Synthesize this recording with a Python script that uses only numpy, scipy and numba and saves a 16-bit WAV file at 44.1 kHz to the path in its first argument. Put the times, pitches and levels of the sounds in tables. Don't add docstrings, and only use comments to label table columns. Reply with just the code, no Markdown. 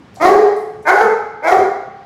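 import sys
import numpy as np
from scipy import signal
from scipy.fft import rfft, irfft, next_fast_len
from scipy.io import wavfile
from scipy.ndimage import map_coordinates
from numba import njit

SR = 44100
rng = np.random.default_rng(int(sys.argv[2]) if len(sys.argv) > 2 else 0)


def store_pcm(level_fs):
    pcm = np.round(np.clip(level_fs, -1, 1) * 32767).astype(np.int16)
    wavfile.write(sys.argv[1], SR, np.atleast_2d(pcm).T)


def convert_level_to_amplitude(level_db):
    exponent = np.asarray(level_db, float) / 20
    return 10 ** exponent


N = 90405


def level(x, db):
    return x * convert_level_to_amplitude(db) / np.sqrt(np.mean(x ** 2))


@njit
def svf(x, hz, width_hz):
    y, band_state, low_state = np.empty(len(x)), 0., 0.
    for i in range(len(x)):
        g, k = np.tan(np.pi * hz[i] / SR), width_hz / hz[i]
        v = (band_state + g * (x[i] - low_state)) / (1 + g * (g + k))
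        band_state = 2 * v - band_state
        low_state += 2 * g * v
        y[i] = k * v
    return y


@njit
def follow(x, rise, fall):
    y, e = np.empty(len(x)), 1e-4
    for i in range(len(x)):
        e += (x[i] - e) * (rise if x[i] > e else fall)
        y[i] = e
    return y


def resonate(x, hz, width_hz):
    hz = hz + np.zeros(len(x))
    once = svf(x, hz, 1. * width_hz)
    return svf(once, hz, 1. * width_hz)


def wobble(n, rate_hz):
    w = map_coordinates(rng.standard_normal(n), [np.arange(n) * rate_hz / SR], order=1)
    return w / w.std()


def coloured_octaves(n, points):
    f = np.maximum(np.fft.rfftfreq(n, 1 / SR), 1)
    point_hz, point_db = np.array(points).T
    spectrum = rfft(rng.standard_normal(n)) * convert_level_to_amplitude(np.interp(np.log(f), np.log(point_hz), point_db))
    octaves = []
    for centre in 32 * 2. ** np.arange(10):
        weight = np.clip(1 - np.abs(np.log2(f / centre)), 0, 1)
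        octaves.append((centre, irfft(spectrum * weight, n)))
    return octaves


# (frequency [Hz], density [dB per Hz])
HUM_SPECTRUM = [(30, -35.5), (70, -10), (190, -7.5), (300, -9), (700, -16.5), (2000, -26), (5000, -37),
                (14000, -63)]
HUM_DB, HUM_FLICKER_DB, HUM_FADE_DB_S = -43.5, 2, 1.5


def air():
    octaves = coloured_octaves(next_fast_len(N), HUM_SPECTRUM)
    hum = sum(convert_level_to_amplitude(HUM_FLICKER_DB * wobble(N, 6.3)) * b[:N] for _, b in octaves)
    return level(hum, HUM_DB) * convert_level_to_amplitude(-HUM_FADE_DB_S * np.arange(N) / SR)


# (frequency [Hz], T60 [s])
ROOM_T60 = [(125, 0.44), (400, 0.69), (1000, 0.82), (2500, 0.89), (6000, 0.74), (14000, 0.36)]
# (frequency [Hz], density [dB per Hz])
ROOM_COLOUR = [(100, 1.5), (400, 7.5), (1000, 1), (3000, -3), (8000, 2), (16000, 1.5)]
# (frequency [Hz], T60 [s], level at bark 1 [dB], bark 2 [dB], bark 3 [dB])
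ROOM_RINGS = [(357, .9, -7, -14, -14), (430, 1.15, -1, -7, -8), (512, 1., -16, -8, -8),
              (720, .9, -9, -12, -10), (791, 1.6, -18, -14, 0), (836, 1.2, -16, -3, -10)]
ROOM_DB, RINGS_DB = 0, -17
FIRST_ECHO_S, BUILD_S = 0.0032, 0.007
ROOM_LEN = 65536


def room(x, spot):
    t = np.arange(ROOM_LEN) / SR
    t60_hz, t60_s = np.array(ROOM_T60).T
    tail = np.zeros(ROOM_LEN)
    for hz, b in coloured_octaves(ROOM_LEN, ROOM_COLOUR):
        tail += b * convert_level_to_amplitude(-60 * t / np.interp(np.log(hz), np.log(t60_hz), t60_s))
    rings = np.zeros(ROOM_LEN)
    for hz, ring_s, *db in ROOM_RINGS:
        rings += convert_level_to_amplitude(db[spot] - 60 * t / ring_s) * np.sin(2 * np.pi * hz * t)
    build = 1 - np.exp(-np.maximum(t - FIRST_ECHO_S, 0) / BUILD_S)
    tail = (tail / tail[:8192].std() + convert_level_to_amplitude(RINGS_DB) * rings) * build
    tail /= np.sqrt(np.sum(tail ** 2))
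    return x + convert_level_to_amplitude(ROOM_DB) * signal.fftconvolve(x, tail)[:N]


# (time [s], peak level [dB], frequency [Hz], width [Hz], ring to -30 dB [s])
STEPS = [(.143, -46.5, 12400, 9100, 0.0061), (.151, -39.5, 6260, 5000, 0.0081),
         (.157, -36, 5500, 5000, 0.022), (0.167, -29, 730, 260, .04), (.527, -49, 10200, 9030, 0.014),
         (0.562, -40.5, 9274, 9100, 0.053), (0.607, -48, 9950, 8980, 0.029),
         (0.823, -47, 7500, 8280, 0.089), (1.019, -29, 222, 59, 0.067), (1.567, -34.5, 90, 50.5, 0.067),
         (1.548, -30.5, 252, 90, 0.31)]
STEP_LEN, STEP_RISE_S = 8192, 0.0038


def paws():
    out, t = np.zeros(N), np.arange(STEP_LEN) / SR
    for start_s, db, hz, width_hz, ring_s in STEPS:
        decay = convert_level_to_amplitude(-30 * t / ring_s) * np.minimum(t / STEP_RISE_S, 1)
        tick = resonate(rng.standard_normal(STEP_LEN) * decay, hz, width_hz)
        out[int(start_s * SR):][:STEP_LEN] += convert_level_to_amplitude(db) * tick / np.abs(tick).max()
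    return out


# (frequency [Hz], width [Hz], level [dB])
UPPER = [(3260, 630, -5.5), (3980, 650, -6), (4870, 1780, -7), (6480, 2550, -10.5), (9180, 3500, -18.5),
         (12470, 13000, -20.5)]
BARK_LEN = 13000
VOICE_DB, BREATH_DB = -14.5, 11
JITTER, SHIMMER_DB = .075, 7
HISS_POWER, GUST_DB = 1.8, 3
JAW_SHIFT, JAW_DB_PER_OCT = 0.31, 6


def bark(rows, throat, half_db):
    rows = np.array(rows).T
    t = rows[0, 0] + np.arange(BARK_LEN) / SR
    pitch_hz, loud_db, rough, jaw = (np.interp(t, rows[0], col) for col in rows[1:])
    rough = np.clip(rough, 0, 1)
    shut = 1 - np.clip(jaw, 0, 1)

    jitter = 1 + JITTER * rough * wobble(BARK_LEN, 180.1)
    phase = 2 * np.pi * np.cumsum(pitch_hz * jitter) / SR
    folds = sum(np.cos(k * phase + k * k) for k in range(1, 9))
    folds = folds * convert_level_to_amplitude(SHIMMER_DB * rough * wobble(BARK_LEN, 115.4))
    folds = folds * (1 + 2 * convert_level_to_amplitude(half_db) * np.cos(phase / 2))

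    breath = rng.standard_normal(BARK_LEN) * (1 + .5 * np.cos(phase))
    push = convert_level_to_amplitude(loud_db + VOICE_DB) * (t < rows[0, -1])
    voice = (folds + convert_level_to_amplitude(BREATH_DB) * rough * breath) * push
    hiss = breath * push * convert_level_to_amplitude((HISS_POWER - 1) * loud_db + GUST_DB * wobble(BARK_LEN, 45.8))

    def jaw_db(hz):
        return -JAW_DB_PER_OCT * shut * np.log2(min(hz, 3000) / 420)

    low, high = np.zeros(BARK_LEN), np.zeros(BARK_LEN)
    for k, (hz, width_hz, db) in enumerate(throat):
        moving_hz = hz * (1 - JAW_SHIFT * shut * (k > 0))
        low += (-1) ** k * convert_level_to_amplitude(db + jaw_db(hz)) * resonate(voice, moving_hz, width_hz)
    for k, (hz, width_hz, db) in enumerate(UPPER):
        high += (-1) ** k * convert_level_to_amplitude(db + jaw_db(hz)) * resonate(hiss, hz, width_hz)
    return 2 * low + high


# (time [s], pitch [Hz], level [dB], roughness [0-1], jaw opening [0-1])
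BARKS = [
    [(.195, 286, -47, 0.4, .9), (.201, 295.6, -15.5, .6, 1.), (.235, 340.3, 0.5, 0.31, 1.),
     (.26, 387.2, 1, 0.35, 0.86), (.31, 395.7, -3, 0.59, 0.59), (.36, 419.3, -1.5, 0.31, 0.17),
     (.39, 427.5, -6.5, 0, .1), (.42, 400, -44, .3, 0.)],
    [(.848, 298.7, -27, 0.49, 1), (.872, 315.4, -4.5, 0.33, 0.88), (.893, 362, 2, 0.2, 0.82),
     (.925, 406.7, -8, 0.45, 0.65), (.98, 416.1, -6, 0.37, 0.74), (1.03, 423.5, -5.5, 0.48, 0.71),
     (1.07, 412.3, -14.5, 0.4, 0), (1.10, 404, -58, .3, 0.54)],
    [(1.422, 289.2, -30, 0.83, 1), (1.436, 298.5, -14.5, 0.42, 0.95), (1.475, 346.2, -2, 0.37, 0.91),
     (1.50, 364.7, -3.5, 0.31, 0.75), (1.535, 397.5, 2, 0.48, 0.31), (1.565, 407.7, -13.5, 0.21, 0),
     (1.60, 395.3, -7.5, 0.31, 0.59), (1.63, 385, -87, 0.1, 0.2)],
]
# (frequency [Hz], width [Hz], level [dB])
THROATS = [
    [(353, 384, -5), (734, 344, 3.5), (1242, 294, -2), (2016, 387, -6.5)],
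    [(492, 181, -0.5), (898, 407, -2), (1620, 264, 1), (2222, 317, -7.5)],
    [(491, 143, 5.5), (824, 331, 0), (1544, 240, -3.5), (2178, 240, -3)],
]
HALF_DB = [-20, -11, -13]


def dog():
    out = np.zeros((len(BARKS), N))
    for spot, (rows, throat, half_db) in enumerate(zip(BARKS, THROATS, HALF_DB)):
        out[spot, int(rows[0][0] * SR):][:BARK_LEN] = bark(rows, throat, half_db)
    return out


def scene():
    barks = sum(room(b, spot) for spot, b in enumerate(dog()))
    return (air() + room(paws(), 0) + barks)[None]


def low_pass(x):
    return signal.sosfilt(signal.butter(12, 16050, fs=SR, output="sos"), x)


MIC_LOW_HZ = 39.5
GAIN_TOP_DB, GAIN_RATIO, ATTACK_S, RELEASE_S = -3.5, 4, 0.0017, 0.052
CEILING, KNEE = .95, 6


def record(dry):
    x = signal.sosfilt(signal.butter(1, MIC_LOW_HZ, "high", fs=SR, output="sos"), dry)
    envelope = follow(np.abs(x[0]), 1 / (ATTACK_S * SR), 1 / (RELEASE_S * SR))
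    gain = np.minimum(1, convert_level_to_amplitude(GAIN_TOP_DB) / envelope) ** (1 - 1 / GAIN_RATIO)
    x = x * gain / CEILING
    mix = CEILING * x / (1 + x ** KNEE) ** (1 / KNEE)
    return low_pass(mix)


dry = scene()
out = record(dry)
store_pcm(out)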